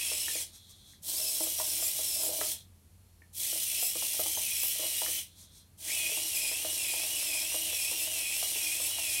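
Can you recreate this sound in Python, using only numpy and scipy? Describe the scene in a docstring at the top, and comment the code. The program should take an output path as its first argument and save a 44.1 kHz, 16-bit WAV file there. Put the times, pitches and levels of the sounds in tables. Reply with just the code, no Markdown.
"""A small eight-legged robot is already walking over a wooden floor in a humming room. Its two geared
servos whine and rattle, sagging under each stride, while plastic feet knock the boards into vibration.
The buttons of a hand-held remote click, the robot halts, and the idle servos buzz faintly. Two longer
bursts of walking follow, with a foot dragging now and then. After a last buzzing pause the robot
walks on to the end."""
import sys
import numpy as np
from scipy import signal
from scipy.fft import rfft, irfft, next_fast_len
from scipy.io import wavfile

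SR = 44100
rng = np.random.default_rng(int(sys.argv[2]) if len(sys.argv) > 2 else 0)


def wav_out(sig):
    """Save sig, one row per channel (or a flat mono array), as 16-bit PCM at SR to the path in sys.argv[1]."""
    wavfile.write(sys.argv[1], SR, np.round(np.clip(np.atleast_2d(sig).T, -1, 1) * 32767).astype(np.int16))


N = 405719
T = np.arange(N) / SR


def amp(db):
    """Amplitude ratio of a level."""
    return 10 ** (np.asarray(db) / 20)


def unit(x):
    """Normalisation to rms 1."""
    return x / np.sqrt(np.mean(x ** 2) + 1e-20)


def at_frequency(points, hz):
    """Interpolation on a log-frequency axis."""
    f, value = np.transpose(points)
    return np.interp(np.log(hz + 1), np.log(f + 1), value)


def curve(rows):
    """Linear interpolation of (t/s, value) at every sample."""
    return np.interp(T, *np.transpose(rows))


def colour(x, points):
    """Spectral shaping by (f/Hz, gain/dB), to rms 1."""
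    size = next_fast_len(N, True)
    gain = amp(at_frequency(points, np.fft.rfftfreq(size, 1 / SR)))
    return unit(irfft(rfft(x, size) * gain, size)[:N])


def wander(hz):
    """Random fluctuation: noise low-passed at hz, rms 1."""
    size = next_fast_len(N, True)
    f = np.fft.rfftfreq(size, 1 / SR)
    return unit(irfft(rfft(rng.standard_normal(size)) / (1 + (f / hz) ** 4), size)[:N])


def add(mix, s, sound):
    """Superposition of a sound from time s on."""
    part = mix[max(round(s * SR), 0):][:len(sound)]
    part += sound[:len(part)]


def gate(start, stop, rise, decay_db_per_s=314):
    """Envelope: power-law attack, hold, exponential decay."""
    return np.clip((T - start) / rise, 0, 1) ** 1.15 * amp(-decay_db_per_s * np.maximum(T - stop, 0))


def swells(rows):
    """Sum of raised-cosine pulses (centre t/s, length/s, height)."""
    out = np.zeros(N)
    for s, length, height in rows:
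        span = slice(*np.searchsorted(T, [s - length / 2, s + length / 2]))
        out[span] += height * np.cos(np.pi * (T[span] - s) / length) ** 2
    return out


# spectrum of the room air: f/Hz, gain/dB
AIR_SPECTRUM = [(15, -40), (25, -22), (70, -9.5), (95, -9.5), (126, -15.5), (165, -15), (234, -21.5),
                (470, -29.5), (1500, -37.5), (2860, -37), (4280, -38), (12600, -35.5), (15600, -47)]
# low hum and high electrical tones: f/Hz, level/dB
HUM_TONES = [(50, -74.5), (87, -65), (205, -78), (4300, -85.5), (10950, -80), (12830, -89)]


def background():
    """Ambient noise: broadband air under tones that waver in amplitude and phase."""
    hum = sum(amp(db + 2 * wander(0.99)) * unit(np.sin(2 * np.pi * hz * T + 1.14 * wander(3.4)))
              for hz, db in HUM_TONES)
    return hum + amp(-63) * colour(rng.standard_normal(N), AIR_SPECTRUM)


# reverberation time: f/Hz, T60/s
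REVERB_TIMES = [(200, 0.27), (1000, 0.24), (4000, 0.21), (15000, 0.025)]


def room(x, wet_db=-9):
    """Reverberation: sparse reflections from floor and walls decay faster at high frequencies."""
    size = SR // 2
    echoes = rng.choice([-1., 1.], size) * (rng.random(size) < 2500 / SR)
    echoes *= np.arange(size) > .003 * SR
    hz, t, spectra = signal.stft(echoes, SR, nperseg=256)
    decay = amp(-60 * t / at_frequency(REVERB_TIMES, hz)[:, None])
    tail = signal.istft(spectra * decay, SR, nperseg=256)[1]
    return x + amp(wet_db) * signal.fftconvolve(x, tail / np.linalg.norm(tail))[:N]


# spectrum of a sliding foot: f/Hz, gain/dB
SCRAPE_SPECTRUM = [(150, -42), (300, -4), (460, -4), (620, 6.5), (900, -11), (1400, -22), (2500, -26)]
# foot drags: centre t/s, length/s, level/dB
FOOT_DRAGS = [(1.247, 0.4, -56.5), (2.3, 0.46, -46), (4.834, 0.13, -49)]


def drags():
    """Stick-slip friction: a sliding foot catches on the grain of the wood."""
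    slips = colour(impacts(per_s=1500, spread_db=0.5), SCRAPE_SPECTRUM)
    return slips * swells((s, length, amp(db)) for s, length, db in FOOT_DRAGS)


# chatter rate at rest: t/s, f/Hz
CHATTER_RATE = [(.5, 560), (.7, 512), (.95, 437), (5.3, 347), (5.42, 321), (5.58, 252), (5.8, 240)]
# spectrum of the idle buzz: f/Hz, gain/dB
BUZZ_SPECTRUM = [(1650, -48), (2800, -29), (2940, -38), (3040, -16), (3380, 2), (3670, -3), (4170, -1.5),
                 (4660, -19), (5000, -50), (6500, -53.5), (11000, -120)]
# spectrum of the idle rasp: f/Hz, gain/dB
RASP_SPECTRUM = [(2820, -16), (4800, -6), (5730, -1), (7900, -5), (8760, 0.5), (10500, -8), (11700, -1),
                 (12600, -13), (15600, -14)]
# twitches of an idle servo: centre t/s, length/s, level/dB
IDLE_TWITCHES = [(0.558, 0.09, -54.5), (0.708, 0.062, -58), (0.903, 0.12, -62), (5.413, 0.14, -54),
                 (5.571, 0.14, -59.5)]
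# spells of buzzing: start t/s, stop t/s, level/dB
IDLE_SPELLS = [(0.447, 0.952, -62.5), (2.54, 2.606, -59), (5.24, 5.622, -67)]


def idle():
    """Pulse-modulated noise: stopped servos chatter, ring their cases and rasp at each twitch."""
    cycle = np.cumsum(curve(CHATTER_RATE) * (1 + 0.0039 * wander(50))) / SR % 1
    chatter = (0.97 + 2 * np.exp(-cycle / 0.13)) * rng.standard_normal(N)
    twitch = swells((s, length, amp(db)) for s, length, db in IDLE_TWITCHES)
    buzz = sum(amp(db) * gate(start, stop, rise=0.037) for start, stop, db in IDLE_SPELLS)
    rasp = twitch + amp(-0.5) * buzz
    return colour(chatter, BUZZ_SPECTRUM) * buzz + colour(chatter, RASP_SPECTRUM) * rasp


def strike(modes, tilt_db, vary_db, scuff, scuff_s):
    """Free vibration: a blow excites damped modes, tilted by tilt_db per octave, and contact noise."""
    t = np.arange(SR // 5) / SR
    ring = np.zeros(len(t))
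    for hz, db, t60 in modes:
        force, detune, phase = rng.standard_normal(3)
        envelope = amp(db + vary_db * force + tilt_db * np.log2(hz / 700) - 60 * t / t60)
        ring += envelope * np.sin(2 * np.pi * (hz * (1 + 0.019 * detune) * t + phase))
    ring *= 1 - np.exp(-t / 0.00046)
    band = signal.butter(2, [400, 2200], "band", fs=SR)
    contact = unit(signal.lfilter(*band, rng.standard_normal(len(t))))
    sound = ring / abs(ring).max() + scuff * contact * np.exp(-t / scuff_s)
    return sound / abs(sound).max()


# modes of a button: f/Hz, level/dB, T60/s
BUTTON_MODES = [(1130, -12, .012), (1420, -10, 0.012), (1800, -1, 0.026), (1870, 0, 0.022),
                (2140, -5, 0.017), (2880, -15, 0.0081)]
# button presses: t/s, relative level/dB
BUTTON_PRESSES = [(0.282, -34), (0.3595, -48), (0.9346, -56.5), (3.2191, -53), (5.063, -34)]


def clicks():
    """Impulse response: the remote's buttons ring briefly under the thumb."""
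    out = np.zeros(N)
    for s, db in BUTTON_PRESSES:
        click = strike(BUTTON_MODES, tilt_db=8, vary_db=0, scuff=0.21, scuff_s=0.0031)
        add(out, s, amp(db + 6.5) * click)
    return out


# modes of a leg on the boards: f/Hz, level/dB, T60/s
LEG_MODES = [(327.4, -11.5, 0.14), (422, -11, 0.074), (494, -1, 0.045), (543, 0.5, 0.047),
             (618.2, -2.5, 0.089), (693, 1, 0.051), (781.4, -5.5, 0.035), (904, -1.5, 0.03),
             (1004, -6, 0.023), (1220, -16, 0.041), (1436, -15, 0.016), (1660, -16.5, 0.021),
             (1890, -21, 0.053)]
# footfalls: t/s, relative level/dB, hardness/dB
FOOTFALLS = [(.116, -39.5, -25), (.354, -43.5, -25), (1.406, -38, -13), (1.468, -45.5, -22),
             (1.585, -46, -5), (1.599, -34, -10), (1.824, -42.5, -10), (1.99, -44, -13), (2.232, -44, -8),
             (2.291, -42, -28), (2.411, -33, -2.5), (3.529, -44.5, -25), (3.558, -47, -31),
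             (3.826, -40, -24), (3.955, -41, -35), (4.023, -43.5, -8), (4.194, -35.5, -15),
             (4.259, -43, -14), (4.372, -41, -10), (4.633, -44.5, -14), (4.794, -44, -50),
             (4.836, -43, -33), (5.017, -38, -8), (5.081, -45.5, -16), (6.093, -46, -19),
             (6.118, -45.5, -20), (6.174, -44, -20), (6.514, -42.5, -15), (6.647, -37.5, -12),
             (6.937, -40.5, -11), (7.034, -45, -13), (7.349, -45.5, -8), (7.52, -44, 2),
             (7.543, -40.5, -14), (7.729, -45.5, -11), (7.914, -45.5, -16), (8.074, -45.5, -10),
             (8.427, -39.5, -12), (8.556, -46.5, -19), (8.8, -45, -22), (8.984, -42, -9)]


def footsteps(taps_per_s=5):
    """Impact excitation: harder landings favour higher modes; other feet tap lightly at random."""
    out = np.zeros(N)
    walking = (T > walk("start") + SPIN_UP_S) & (T < walk("stop"))
    tap_times = T[walking & (rng.random(N) < taps_per_s / SR)]
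    for s, db, hardness in FOOTFALLS:
        knock = strike(LEG_MODES, tilt_db=0.71 * (hardness + 18), vary_db=6.5, scuff=0.24, scuff_s=0.0048)
        add(out, s, amp(db + 8) * knock)
    for s in tap_times:
        gain = amp(-46 + 1.5 * rng.standard_normal())
        add(out, s, gain * strike(LEG_MODES, tilt_db=1.5, vary_db=3, scuff=0.39, scuff_s=0.012))
    return out


# bursts of walking: start t/s, stop t/s, rise/s, unloaded tooth f/Hz, share of speed lost in braking,
# chopping depth, rattle level/dB, then relative level/dB of top treble, boards, whine and squeal
BURSTS = [(-.2, 0.419, .06, 2904, 0.39, 0.35, -33, -5, -27, -6, -16.5),
          (1.016, 2.523, 0.075, 2965, 0.38, 0.25, -32.5, -0.5, -25.5, -12, -16.5),
          (3.325, 5.196, 0.088, 3137, .03, 0.44, -33, -0.5, -29.5, -6.5, -14.5),
          (5.77, 9.299, 0.14, 2945, 0, 0.21, -32.5, -3.5, -23, -2.5, -15.5)]
# names of those columns
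BURST_COLUMNS = ("start", "stop", "rise", "hz", "braking", "chop", "rattle", "treble", "boards", "whine",
                 "squeal")
SPIN_UP_S, BRAKE_S = .172, .12


def walk(name):
    """Step function: one setting of a burst, held until the next starts."""
    columns = np.transpose(BURSTS)
    return columns[BURST_COLUMNS.index(name)][np.searchsorted(columns[0], T, "right") - 1]


def spin():
    """Uniform acceleration: the share of full speed ramps up at a start and down in braking."""
    up = np.clip((T - walk("start")) / SPIN_UP_S, 0, 1)
    down = np.clip((T - walk("stop")) / BRAKE_S + 1, 0, 1)
    return up * (1 - walk("braking") * down)


def drive(control_hz=60, kick_s=0.0026, surge=0.15):
    """Amplitude modulation: each control pulse jolts the gears with a surge of torque."""
    age = (T * control_hz) % 1 / control_hz
    jolt = 0.92 * np.exp(-age / kick_s) + surge * np.cos(2 * np.pi * control_hz * age)
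    return unit(1 + walk("chop") * jolt)


# strides: peak t/s of servo A's load, share of speed A loses, B's lag/s, share B loses, B's squeal gain/dB
STRIDE_LOADS = [(0, .13, 0.17, 0.094, 2.5), (1.2, .07, 0.082, 0.12, 4.5), (1.62, 0.042, 0.068, 0.084, 5.5),
                (2.16, 0.034, -.01, 0.12, 5), (3.361, .15, 0.1, 0.14, -8), (3.75, 0.17, 0.086, 0.16, 1),
                (4.09, .14, 0.018, 0.093, -3), (4.53, 0.21, 0.11, .17, -2), (4.94, 0.092, 0.0072, .11, -3),
                (6.04, .155, .14, 0.036, 2), (6.47, 0.17, -0.0092, .13, 1.5), (6.94, .18, -.04, .15, -2.5),
                (7.37, 0.17, -.04, .13, 1), (7.81, 0.16, .04, .07, 3.5), (8.26, 0.15, 0.026, 0.1, -1.5),
                (8.68, .17, 0.034, .06, 0.5), (9.14, 0.17, -0.029, .1, -4)]


def strides(length_s=.46):
    """Mechanical loading: each stride slows both servos and changes the level of B's squeal."""
    load_a = swells((s, length_s, sag) for s, sag, _, _, _ in STRIDE_LOADS)
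    load_b = swells((s + lag, length_s, sag) for s, _, lag, sag, _ in STRIDE_LOADS)
    squeal_db = swells((s + lag, length_s, db) for s, _, lag, _, db in STRIDE_LOADS)
    return load_a, load_b, squeal_db


# grinding gears: centre t/s, length/s, share of speed lost, whirr gain/dB, top treble gain/dB
GEAR_GRINDS = [(1.441, .09, .12, 8, 2), (1.863, .15, .17, 6, 4), (2.253, .13, .09, 8, 2),
               (3.85, .17, .02, 5, 6.5), (4.206, .06, .01, 4, 6), (4.66, .2, .01, -8, 7.5),
               (6.372, .09, .07, 1, 6), (7.191, .11, .1, 1, 0), (7.58, 0.13, .035, 7, -2),
               (7.82, .12, 0.018, 3, 2), (8.021, .13, .11, -1, 5), (8.386, 0.097, 0.01014, 3, 3),
               (8.85, .16, .07, 5.5, 2)]


def grinds():
    """Friction: as a leg takes the weight, the gears slow and their whirr and treble change."""
    s, length, *effects = np.transpose(GEAR_GRINDS)
    return [swells(zip(s, length, heights)) for heights in effects]


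# modes of the plastic frame: f/Hz, bandwidth/Hz, gain/dB
FRAME_MODES = [(2425, 22, 5.5), (2500, 15, -9), (2476, 22, 4.5), (2770, 13, -25), (2926, 8.3, 11.5),
               (3174, 52, 8), (3260, 50, -16), (3377, 13, 11), (3930, 21, -8), (5500, 39, -31),
               (8500, 75, 2), (9944, 62, 6.5)]


def frame(x):
    """Resonance: the frame responds in narrow bands around its natural frequencies."""
    return unit(sum(amp(db) * signal.lfilter(*signal.iirpeak(hz, hz / width, SR), x)
                    for hz, width, db in FRAME_MODES))


def impacts(per_s, spread_db):
    """Poisson process: tiny independent collisions of uneven force."""
    force = amp(spread_db * np.clip(rng.standard_normal(N), -2, 2))
    return unit(force * rng.choice([-1, 1], N) * (rng.random(N) < per_s / SR))


# response of the gear case: f/Hz, gain/dB
CASE_RESPONSE = [(2000, -33.5), (3400, -3.5), (3670, -7), (3990, -3), (4740, -7), (5310, -2), (6680, -3.5),
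                 (7940, -0.5), (9730, 2.5), (10600, -2.5), (11700, -2), (12750, -1), (13700, -5.5),
                 (15600, -6.5)]
# response of the housing: f/Hz, gain/dB
HOUSING_RESPONSE = [(1300, -20), (1700, -16), (1900, -1), (2450, 0.5), (3380, -6.5), (3650, -55),
                    (4200, -38)]
# response of the floorboards: f/Hz, gain/dB
BOARD_RESPONSE = [(130, -42), (220, -8.5), (292, -4.5), (333, 4), (400, -6), (480, -1), (615, 2.5),
                  (950, -3.5), (1300, -14), (1650, -6), (2500, -22)]


def rattle(torque, gear_gain, housing_gain):
    """Structure-borne sound: loose teeth clatter, and case, housing, frame and boards ring."""
    clatter = impacts(per_s=11000, spread_db=3.5) * torque * amp(0.86 * wander(67))
    case = colour(clatter, CASE_RESPONSE)
    treble = signal.sosfiltfilt(signal.butter(4, 11300, "high", fs=SR, output="sos"), case)
    _, _, treble_db = grinds()
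    rasp = amp(0.48) * unit(unit(case - treble) + unit(treble) * amp(walk("treble") + treble_db))
    jolts = impacts(per_s=1200, spread_db=6.5) * torque
    boards = colour(jolts, BOARD_RESPONSE) * amp(walk("boards") + 0.06)
    ring = amp(-8) * colour(clatter, HOUSING_RESPONSE) + amp(-8.5) * frame(clatter)
    return (rasp + boards) * gear_gain + ring * housing_gain


# coupling of the tooth rate into the housing: f/Hz, gain/dB
MESH_COUPLING = [(1400, -30), (2100, 2), (2450, 4), (2620, 4.5), (2900, 1.5), (3150, 4)]


def mesh(hz, harmonics_db, jitter, runout, flutter_db=3.5, teeth=9):
    """Phase modulation: an off-centre pinion adds sidebands to the harmonics of meshing teeth."""
    phase = 2 * np.pi * np.cumsum(hz * (1 + jitter * wander(249.7) + .008 * wander(25.01))) / SR
    phase += runout * np.sin(phase / teeth)
    tone = sum(amp(db + flutter_db * wander(104)) * np.sin(k * phase)
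               for k, db in enumerate(harmonics_db, 1))
    return unit(tone) * amp(at_frequency(MESH_COUPLING, hz))


def whine(torque, gear_gain, housing_gain):
    """Forced vibration: tooth tones swell in each resonance they cross; B squeals on its overtones."""
    load_a, load_b, squeal_db = strides()
    grind_sag, whirr_db, _ = grinds()
    tooth_hz = walk("hz") * spin() * (1 - grind_sag)
    hz_a, hz_b = tooth_hz * (1 - load_a), tooth_hz * (1 - load_b)
    servo_a = mesh(hz_a, [0, -14, -10, -13], jitter=.014, runout=.6)
    servo_b = mesh(hz_b, [0], jitter=.007, runout=.4)
    rotor = mesh(4 / 3 * hz_a, [0], jitter=.014, runout=.3)
    squeal = mesh(hz_b, [-14, 0, -7, -9, -13], jitter=.005, runout=.3)
    # slack teeth smear the high overtones into rough bands
    whirr = mesh(hz_b, [-40, -20, 0, 0, -4], jitter=.011, runout=.35, flutter_db=4)
    tones = torque * (servo_a + amp(-8) * servo_b + amp(-9.5) * rotor)
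    low = (tones + amp(-6.5) * frame(tones)) * amp(walk("whine"))
    high = torque * (squeal * amp(walk("squeal") + squeal_db) + whirr * amp(whirr_db - 12.5))
    return low * housing_gain + high * gear_gain


# the gears run light as a leg swings free: centre t/s, length/s, gain/dB
LEG_SWINGS = [(1.53, 0.2, -1.5), (1.94, 0.15, -0.5), (2.31, 0.089, -2), (3.94, 0.13, -3), (4.77, .12, -2),
              (5.2, 0.17, -2), (6.61, 0.25, -2), (7.48, .08, -1.5), (8.09, .12, -1.5), (8.26, 0.16, -2.5),
              (8.97, 0.18, -2.2)]
# ring of the unloaded housing: t/s, level/dB
HOUSING_LEVEL = [(0, -42.5), (.4, -47), (1.15, -52.5), (1.9, -46.5), (2.25, -52), (2.45, -47.5), (4.1, -47),
                 (4.9, -43.5), (5.95, -42), (6.25, -45.5), (9.2, -44)]


def servos(gear_load_db=2.5, housing_load_db=10.5):
    """Load-dependent radiation: the two servos grow louder as each stride slows them."""
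    load_a, load_b, _ = strides()
    running = gate(walk("start"), walk("stop"), walk("rise"))
    gear_gain = running * amp(walk("rattle") + gear_load_db * load_b + swells(LEG_SWINGS))
    housing_gain = running * spin() ** .4 * amp(curve(HOUSING_LEVEL) + housing_load_db * load_a)
    torque = drive()
    return rattle(torque, gear_gain, housing_gain) + whine(torque, gear_gain, housing_gain)


def scene():
    """Superposition of robot, remote and room at one point, alike in both channels."""
    direct = servos() + idle() + footsteps() + clicks() + drags()
    mono = amp(-1.5) * room(direct) + background()
    return np.array([mono, mono])


def record(dry):
    """Band limiting: a linear-phase low-pass at 15.9 kHz."""
    lowpass = signal.firwin(511, 15900, window=("kaiser", 9), fs=SR)
    return signal.oaconvolve(dry, lowpass[None], "same")


dry = scene()
out = record(dry)
wav_out(out)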